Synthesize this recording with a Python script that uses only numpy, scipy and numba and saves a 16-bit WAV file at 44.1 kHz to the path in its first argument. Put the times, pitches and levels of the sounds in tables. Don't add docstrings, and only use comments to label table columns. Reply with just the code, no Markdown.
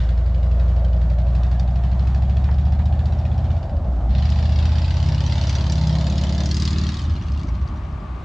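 import sys
import numpy as np
from scipy import signal
from scipy.fft import rfft, irfft, next_fast_len
from scipy.io import wavfile
from scipy.ndimage import uniform_filter1d, map_coordinates
from numba import njit

SR = 44100
rng = np.random.default_rng(int(sys.argv[2]) if len(sys.argv) > 2 else 0)


def persist_wave(psi):
    counts = np.round(np.clip(psi, -1, 1) * 32767).astype(np.int16)
    wavfile.write(sys.argv[1], SR, np.atleast_2d(counts).T)


N = 363384
T = np.arange(N) / SR

# place_in_cycle (0-1), tight_db, blowing_db
LEAKS = [(.02, 0, -17), (.18, -12, 0), (.42, -11, -15), (.745, -22, -1)]
# opens_s, closes_s, drone_db, gas_db, blow_by (0-1), drone_fade_db_per_s once closed
PULLS = [(-.2, 3.54, -20, -50.5, 0.12, 21), (4.071, 6.87, -19.5, -39, 0.86, 32)]
OPEN_S = 0.073


def undb(db):
    return 10 ** (np.asarray(db) / 20)


def unit(x):
    return x / np.sqrt(np.mean(x ** 2))


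def curves(table):
    s, *columns = np.transpose(table)
    return [np.interp(T, s, c) for c in columns]


def response(hz, points):
    f, db = np.transpose(points)
    return undb(np.interp(np.log(hz + 1e-9), np.log(f), db))


def colour(x, points):
    size = next_fast_len(N + 8192)
    gain = response(np.fft.rfftfreq(size, 1 / SR), points)
    return irfft(rfft(x, size) * gain, size)[..., :N]


def noise(like):
    mid, side = rng.standard_normal((2, N))
    like = np.clip(like, 0, 1)
    return np.sqrt((1 + like) / 2) * mid + np.sqrt((1 - like) / 2) * np.array([side, -side])


def walk(rate):
    steps = rng.standard_normal(1024)
    drift = map_coordinates(steps, [T[::64] * rate], order=3, mode="wrap")
    return drift.repeat(64)[:N]


def ramp(start_s, length_s):
    return np.clip((T - start_s) / length_s, 0, 1)


def swell(s, half_s):
    return np.exp(-((T - s) / half_s) ** 2)


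def ring(x, decay_s):
    return signal.lfilter([1], [1, -np.exp(-1 / (decay_s * SR))], x + 1e-18)


def even(x, span_s):
    power = np.mean(np.atleast_2d(x) ** 2, axis=0)
    size = int(span_s * SR)
    return x / np.sqrt(uniform_filter1d(uniform_filter1d(power, size), size) + 1e-18)


def pulses(phase, scatter_db):
    at = np.flatnonzero(np.diff(np.floor(phase)) > 0)
    out = np.zeros(N)
    out[at] = undb(scatter_db * rng.uniform(-1.2, 1, 4096)[:len(at)])
    return out


@njit
def resonate(x, hz, width):
    y, band, low = np.empty(len(x)), 0., 0.
    for i in range(len(x)):
        g, k = np.tan(np.pi * hz[i] / SR), width / hz[i]
        v = (band + g * (x[i] - low)) / (1 + g * (g + k))
        band, low, y[i] = 2 * v - band, low + 2 * g * v, k * v
    return y


def steep(x, hz, width):
    hz = hz * np.ones(N)
    return unit(np.array([resonate(resonate(c, hz, width), hz, width) for c in x]))


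def station():
    # freq_hz, level_db
    wash = [(88, -20.5), (150, -7), (190, -11.5), (260, -19), (360, -13.5), (450, -23), (621, -22),
            (853, -22.5), (1150, -22), (2250, -38), (3910, -41.5), (7250, -51), (8150, -56.5),
            (10600, -73.5), (17900, -120)]
    return undb(-41.5 + 1.7 * walk(7.6)) * unit(colour(noise(like=0.88), wash))


def air():
    # freq_hz, level_db
    rumble = [(15, 6), (30, -5.5), (70, 0.5), (150, -11), (400, -24.5), (2000, -83.5)]
    return undb(-56) * unit(colour(noise(like=0), rumble))


def knocks():
    # start_s, level_db
    strikes = [(2.487, -18), (2.796, -21.5)]
    # freq_hz, width_hz, level_db
    panel = [(487, 160, -4), (870, 210, 2), (1090, 220, -6), (1650, 1200, -2)]
    blows = np.zeros(N)
    for s, db in strikes:
        blows[int(s * SR)] = undb(db - 14.0)
    modes = unit(sum(undb(db) * steep(noise(like=0.77), hz, width) for hz, width, db in panel))
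    rung = ring(blows, decay_s=0.018) * modes
    return signal.sosfilt(signal.butter(2, 2800, fs=SR, output="sos"), rung)


def pump():
    # time_s, rush_db in the pipework, neck_db of the air in the neck, neck_hz
    fill = [(0, -47, -47, 566), (.35, -42, -43.5, 547), (.8, -39.5, -45.5, 522), (1.5, -44.5, -41, 700),
            (2.6, -45, -43, 721), (3.7, -38.5, -43.5, 747), (4.5, -41, -43.5, 782), (5.3, -41.5, -43, 901),
            (6.1, -37, -44, 905), (6.5, -39, -51, 896)]
    # freq_hz, width_hz, level_db
    valve = [(605, 56, -3), (800, 660, 2.5), (1156, 210, 1.5), (2220, 1600, -7)]
    valve_s, close_s = 6.47, .08
    pan_db = 5
    shut = ramp(valve_s, close_s)
    rush_db, neck_db, neck_hz = curves(fill)
    rush = undb(rush_db + 1.3 * walk(25)) * steep(noise(like=0.94), 621, width=204)
    neck_hz = neck_hz * (1 + 0.018 * walk(9.8))
    neck = undb(neck_db + 1.6 * walk(40)) * steep(noise(like=0.99), neck_hz, width=173)
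    hiss = unit(sum(undb(db) * steep(noise(like=0.5), f, w) for f, w, db in valve))
    hiss = hiss * undb(np.array([[pan_db], [-pan_db]]) / 2)
    hiss_db = -45.0 + 1.0 * (T - valve_s) + .4 * walk(3.2)
    return (1 - shut) * (rush + neck) + shut * undb(hiss_db) * hiss


def throttle():
    close_s = 0.2
    drone_shut_db, gas_shut_db, gas_fade_db_per_s = -8, -3.5, 17.5
    build_from_db, build_s = -2, 0.11
    opening = blow = drone_gain = gas_gain = 0
    for opens, closes, drone_db, gas_db, blow_by, fade_db in PULLS:
        on, shut = ramp(opens, OPEN_S), ramp(closes, close_s)
        since = np.maximum(T - closes, 0)
        opening = opening + on * (1 - shut - opening)
        blow = blow + on * (blow_by * (1 - shut / 2) - blow)
        drone_level = undb(drone_db + drone_shut_db * shut - fade_db * since)
        drone_gain = drone_gain + on * (drone_level - drone_gain)
        build_db = build_from_db * np.exp(-np.maximum(T - opens, 0) / build_s)
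        gas_level = undb(gas_db + build_db + gas_shut_db * shut - gas_fade_db_per_s * since)
        gas_gain = gas_gain + on * (gas_level - gas_gain)
    return opening, np.clip(blow, 0, 1), drone_gain, gas_gain


def coasting():
    out = np.zeros(N)
    for opens, closes, *_ in PULLS:
        out = out + ramp(opens, OPEN_S) * (np.maximum(T - closes, 0) - out)
    return out


def chugs():
    # centre_s, level_db, pitch_hz
    thumps = [(3.58, -19, 84), (3.655, -15, 77.7), (3.75, -14.5, 75.2), (3.83, -19.5, 68.2),
              (3.895, -12, 64.3), (3.974, -11.5, 56.2), (4.05, -15.5, 55.4), (4.109, -13.5, 57.4),
              (7.04, -20, 78.1), (7.12, -18, 77.7), (7.196, -28, 71.94), (7.33, -12.5, 69.56),
              (7.41, -22.5, 72), (7.47, -22, 56.46), (7.536, -15, 58), (7.63, -16, 65.85),
              (7.745, -18, 68.9), (7.83, -25, 62), (7.94, -23.5, 68.3), (8.09, -23, 57.8), (8.16, -24, 66)]
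    times, _, pitches = np.transpose(thumps)
    turns = np.cumsum(np.interp(T, times, pitches)) / SR + rng.uniform()
    envelope = sum(undb(db) * swell(s, half_s=0.029) for s, db, _ in thumps)
    return envelope * np.sin(2 * np.pi * turns)


def burble(cycle):
    # freq_hz, gain_db
    pipe = [(15, -50), (25, -23.5), (46, -3), (65, 0), (80, 1.5), (95, -2), (129, -10), (177, -11),
            (231, -17), (358, -26.5), (450, -44.5), (580, -74), (990, -120)]
    firings = pulses(8 * cycle + .25 * walk(70), scatter_db=1.5)
    gusts = ring(firings, decay_s=0.01) * rng.standard_normal(N)
    return even(colour(gusts, pipe), span_s=0.028)


def wall(gas, dull):
    # freq_hz, width_hz, level_db
    modes = [(1720, 360, -6), (3650, 100, -11), (3000, 19, -11.5), (4174, 120, -4.5), (4660, 110, -4),
             (4840, 24, -5), (5860, 81, -3.5), (6920, 18, 0)]
    rung = gas
    for hz, width, db in modes:
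        rung = rung + undb(db) * np.array([resonate(c, np.full(N, float(hz)), width) for c in gas])
    soft = signal.sosfiltfilt(signal.butter(2, 4480, fs=SR, output="sos"), rung)
    return unit(rung + np.clip(dull, 0, 1) * (soft - rung))


def echoes(x, count=7):
    first_s, last_s, drift_s, echo_db = .0012, .011, .0003, -14
    out = x
    for lag_s in rng.uniform(first_s, last_s, count):
        late = T - lag_s - drift_s * walk(2)
        out = out + undb(echo_db) * np.array([np.interp(late, T, c) for c in x])
    return unit(out)


def chinks(puffs, ring_hz, spread=0.423, count=6):
    t = np.arange(1024) / SR
    out = np.zeros(N + 1024)
    shape = np.exp(-t / .0034) * (1 - np.exp(-t / .0006))
    at = np.flatnonzero(puffs)
    for i, chance in zip(at, rng.standard_normal((len(at), count, 1))):
        hz = ring_hz[i] * np.exp(spread * np.tanh(chance))
        size = 1 / (1 + (hz / 6800) ** 10)
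        out[i:i + len(t)] += puffs[i] * shape * np.sum(size * np.sin(2 * np.pi * hz * t), axis=0)
    return unit(out[:N])


def leak(cycle, blow, load):
    # freq_hz, level_db
    tick = [(590, -49), (1000, -10.5), (1560, -3.5), (2700, -9.5), (3510, -8.5), (4150, -12.5),
            (5540, -20.5), (6960, -21), (8150, -32), (10600, -38), (17900, -120)]
    # freq_hz, level_db
    spit = [(590, -19), (1000, -3.5), (1510, -9), (1830, -6), (2490, -6), (2700, -3), (4860, -4),
            (5840, -10.5), (6430, -17.5), (6960, -11.5), (8150, -25.5), (10600, -38.5), (17900, -120)]
    puffs = 0
    for place, tight_db, blowing_db in LEAKS:
        size = undb(tight_db + blow * (blowing_db - tight_db))
        puffs = puffs + pulses(cycle - place, scatter_db=2.1) * size
    direct = unit(ring(ring(puffs, decay_s=.0042), decay_s=.001))
    tail = unit(ring(ring(puffs, decay_s=0.018), decay_s=0.00093))
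    envelope = np.sqrt(direct ** 2 + (undb(6 - 5 * load) * tail) ** 2 + undb(0.5) ** 2)
    gas = envelope * noise(like=0.51)
    gas = (1 - blow) * unit(colour(gas, tick)) + blow * unit(colour(gas, spit))
    ring_hz = 3661 + 1313 * load ** 2 * blow
    metal = undb(-7.5 + 4 * load) * chinks(puffs, ring_hz)
    return even(gas + metal, span_s=0.47)


def spits(crack_db=-14.0, ring_db=-9.5, decay_s=0.0051):
    # start_s, level_db, ring_hz
    bursts = [(0.8478, -34, 3100), (1.0151, -44, 2290), (1.1862, -36, 2200), (1.352, -33, 4000),
              (1.4336, -34, 4400), (1.5145, -36, 4220), (1.597, -26, 3620), (1.758, -40, 4400),
              (1.8367, -43, 4200), (1.994, -37, 4140), (2.0715, -31.5, 2560), (2.1454, -35, 2540),
              (2.295, -35, 2560), (2.368, -32.5, 3370), (2.856, -31.5, 3770), (3.056, -32, 3560),
              (4.301, -24, 5230), (4.655, -25, 3770), (5.205, -25, 4500), (5.4934, -23, 4220),
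              (5.721, -17.5, 5670), (5.8714, -18.5, 4980), (6.1799, -23, 5180), (6.236, -22.5, 3000),
              (6.4573, -18, 5310), (6.512, -14.5, 4320), (6.544, -17, 4920), (6.567, -15.5, 5020),
              (6.5987, -17, 4730), (6.621, -16, 4800), (6.6523, -17, 5060), (6.676, -16.5, 3360),
              (6.7056, -19, 4780), (6.783, -20, 5000), (6.919, -27, 3880), (6.941, -25, 3450),
              (6.9688, -22, 3830), (6.9905, -25, 3170), (7.0165, -26, 3580), (7.0379, -33, 3215),
              (7.1402, -39, 2260), (7.2659, -33, 2840), (7.319, -32, 5000), (7.3746, -29.5, 2780),
              (7.394, -33, 3260), (7.4325, -31, 2293), (7.4869, -32.5, 2230), (7.549, -38, 2490),
              (7.675, -35.5, 4506)]
    # freq_hz, level_db
    crack_colour = [(1000, -33), (2500, -5.5), (5000, 4.5), (7500, -6), (8600, -17.5), (12000, -30),
                    (15000, -49)]
    tail_db, tail_s = -13.5, 0.025
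    upper_ratio, upper_db = 1.27, -7.5
    crack = wall(colour(noise(like=0.8), crack_colour), dull=0)
    out = np.zeros((2, N))
    t = np.arange(4096) / SR
    attack = 1 - np.exp(-t / .0003)
    burst = attack * np.exp(-t / decay_s)
    tail = attack * undb(tail_db) * np.exp(-t / tail_s)
    for s, db, hz in bursts:
        at = slice(int(s * SR), int(s * SR) + len(t))
        metal = np.sin(2 * np.pi * hz * t) + undb(upper_db) * np.sin(2 * np.pi * hz * upper_ratio * t)
        snap = undb(crack_db) * np.hypot(burst, tail) * crack[:, at]
        out[:, at] += undb(db) * (snap + undb(ring_db) * burst * metal)
    return out


def drone(hz, cycle, load, blow, smear=0.1624):
    # order (multiple of cycle rate), idle_db, third_load_db, two_thirds_load_db, full_load_db
    firing = [(2, -3, -5.5, -3.5, 6.5), (3, 4, 9, 1, 1.5), (4, -0.5, 6.5, 8, 9), (5, 16.5, 13, 8, -3.5),
              (6, -9.5, -4, -27.5, -22.5), (7, 4, -8, -3, -5.5), (8, -23, -7.5, -12, -19.5),
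              (9, -14.5, -8.5, -0.5, 0.0), (10, -13, -5.5, -22, -7), (11, -14.5, -10.5, -9.5, 7.5),
              (12, -14, -3.5, -6, 9), (13, -20, -10, -9, -9.5), (14, -6.5, -3, 5.5, 5),
              (15, -20.5, 5.5, -4.5, 2), (16, -12.0, -10.5, -10, 7.0), (17, -9.5, -2.5, 1.5, 4.5),
              (18, -11.5, -1, -8.5, -2.5), (19, -14, 1, -12.5, -0.5), (20, -12.5, -4.5, -5.5, 5.5)]
    # freq_hz, gain_db
    pipe = [(25.0, -32), (45.0, -21.0), (58.0, -9.5), (70.0, -7), (80.0, -8), (92.0, -2.5), (105.0, 3),
            (122.0, 1.0), (140.0, -4), (152.0, -8.5), (170.0, -7), (195.0, -16.0), (215.0, -22.5),
            (240.0, -23.5), (265.0, -35), (300.0, -27), (400.0, -34.5)]
    # centre_s, half_s, change_db
    booms = [(5.133, 0.14, 7.5), (5.546, 0.12, -10), (5.892, 0.2, 9.5)]
    boom_hz, boom_width_hz = 152, 9.4
    boom_db = sum(db * swell(s, half_s) for s, half_s, db in booms)
    out = 0
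    for k, *levels_db in firing:
        k = round(k)
        order_hz = k * hz
        tight, blowing = (sum(undb(row[c]) * np.exp(-2j * np.pi * k * row[0]) for row in LEAKS)
                          for c in (1, 2))
        angle = np.angle(tight) + np.clip(2 * blow, 0, 1) * np.angle(blowing / tight)
        lag = np.arctan((order_hz - 50) / 25) - np.pi / 4 + smear * (1 - 0.629 * blow) * (k - 5) ** 2
        boom = boom_db / (1 + ((order_hz - boom_hz) / boom_width_hz) ** 4)
        waver = .09 * k * walk(5)
        level_db = np.interp(load, np.linspace(0, 1, len(levels_db)), levels_db)
        size = undb(level_db + boom + waver) * response(order_hz, pipe)
        out = out + size * np.cos(2 * np.pi * k * cycle + angle - lag)
    return out


def engine():
    # time_s, cycle_hz (four-stroke cycles per second)
    speed = [(0, 11.376), (.27, 11.844), (.72, 12.03), (1.05, 11.796), (1.86, 12.602), (2.85, 14.833),
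             (3.58, 16.277), (3.8, 12.85), (4.05, 11.6), (4.26, 14.8), (4.35, 14.895), (4.6, 15.069),
             (4.97, 16.624), (5.58, 17.637), (5.93, 17.306), (6.95, 19.042), (7.48, 14.243), (8.24, 11.909)]
    # time_s, load (0-1)
    load_curve = [(0, 0), (1.2, 0.1), (2, 0.26), (2.7, .31), (3.4, 0.5), (4.3, .33), (4.75, 0.3),
                  (5.15, .72), (5.9, 0.9), (6.35, 1)]
    # freq_hz, level_db
    roar_colour = [(120, -19.5), (200, 5.5), (245, -1.5), (275, -11), (310, 1.5), (370, -4.5), (440, -19.5),
                   (700, -41), (3000, -110)]
    # freq_hz, level_db
    flow_colour = [(30, -21.5), (50, -9.5), (70, -8.5), (110, 0.5), (170, 0), (225, -5.5), (280, -16),
                   (450, -46), (1000, -100)]
    # centre_s, half_s, gain_db
    flares = [(0.054, 0.073, 8), (1.498, 0.15, 2), (2.254, 0.46, 2), (5.448, 0.16, 3)]
    (hz,), load = curves(speed), np.clip(curves(load_curve)[0], 0, 1)
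    opening, blow, drone_gain, gas_gain = throttle()
    cycle = np.cumsum(hz) / SR
    revs = hz - 15
    steady = drone_gain * drone(hz, cycle, load, blow)
    stray_db = -21.5 - 21 * opening + 0.25 * revs - 6.5 * coasting()
    stray = undb(stray_db) * burble(cycle)
    roar = undb(-41.5) * opening * load ** 3 * unit(colour(noise(like=0.9), roar_colour))
    flow = undb(-40) * opening * unit(colour(noise(like=1.0), flow_colour))
    flare_db = sum(db * swell(s, half_s) for s, half_s, db in flares)
    dull = blow * (0.64 * (1 - load) + 0.22 * np.maximum(-revs, 0))
    gas = echoes(wall(leak(cycle, blow, load), dull))
    gas = gas_gain * undb(0.38 * revs + flare_db) * gas
    return steady + stray + chugs() + flow + roar + gas


def scene():
    return engine() + spits() + pump() + knocks() + station() + air()


def record(dry, ceiling=0.69):
    rounded = dry / (1 + (dry / ceiling) ** 4) ** .25
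    low_pass = signal.ellip(8, .1, 50, 14900, fs=SR, output="sos")
    return ramp(0, .004) * signal.sosfiltfilt(low_pass, rounded)


dry = scene()
out = record(dry)
persist_wave(out)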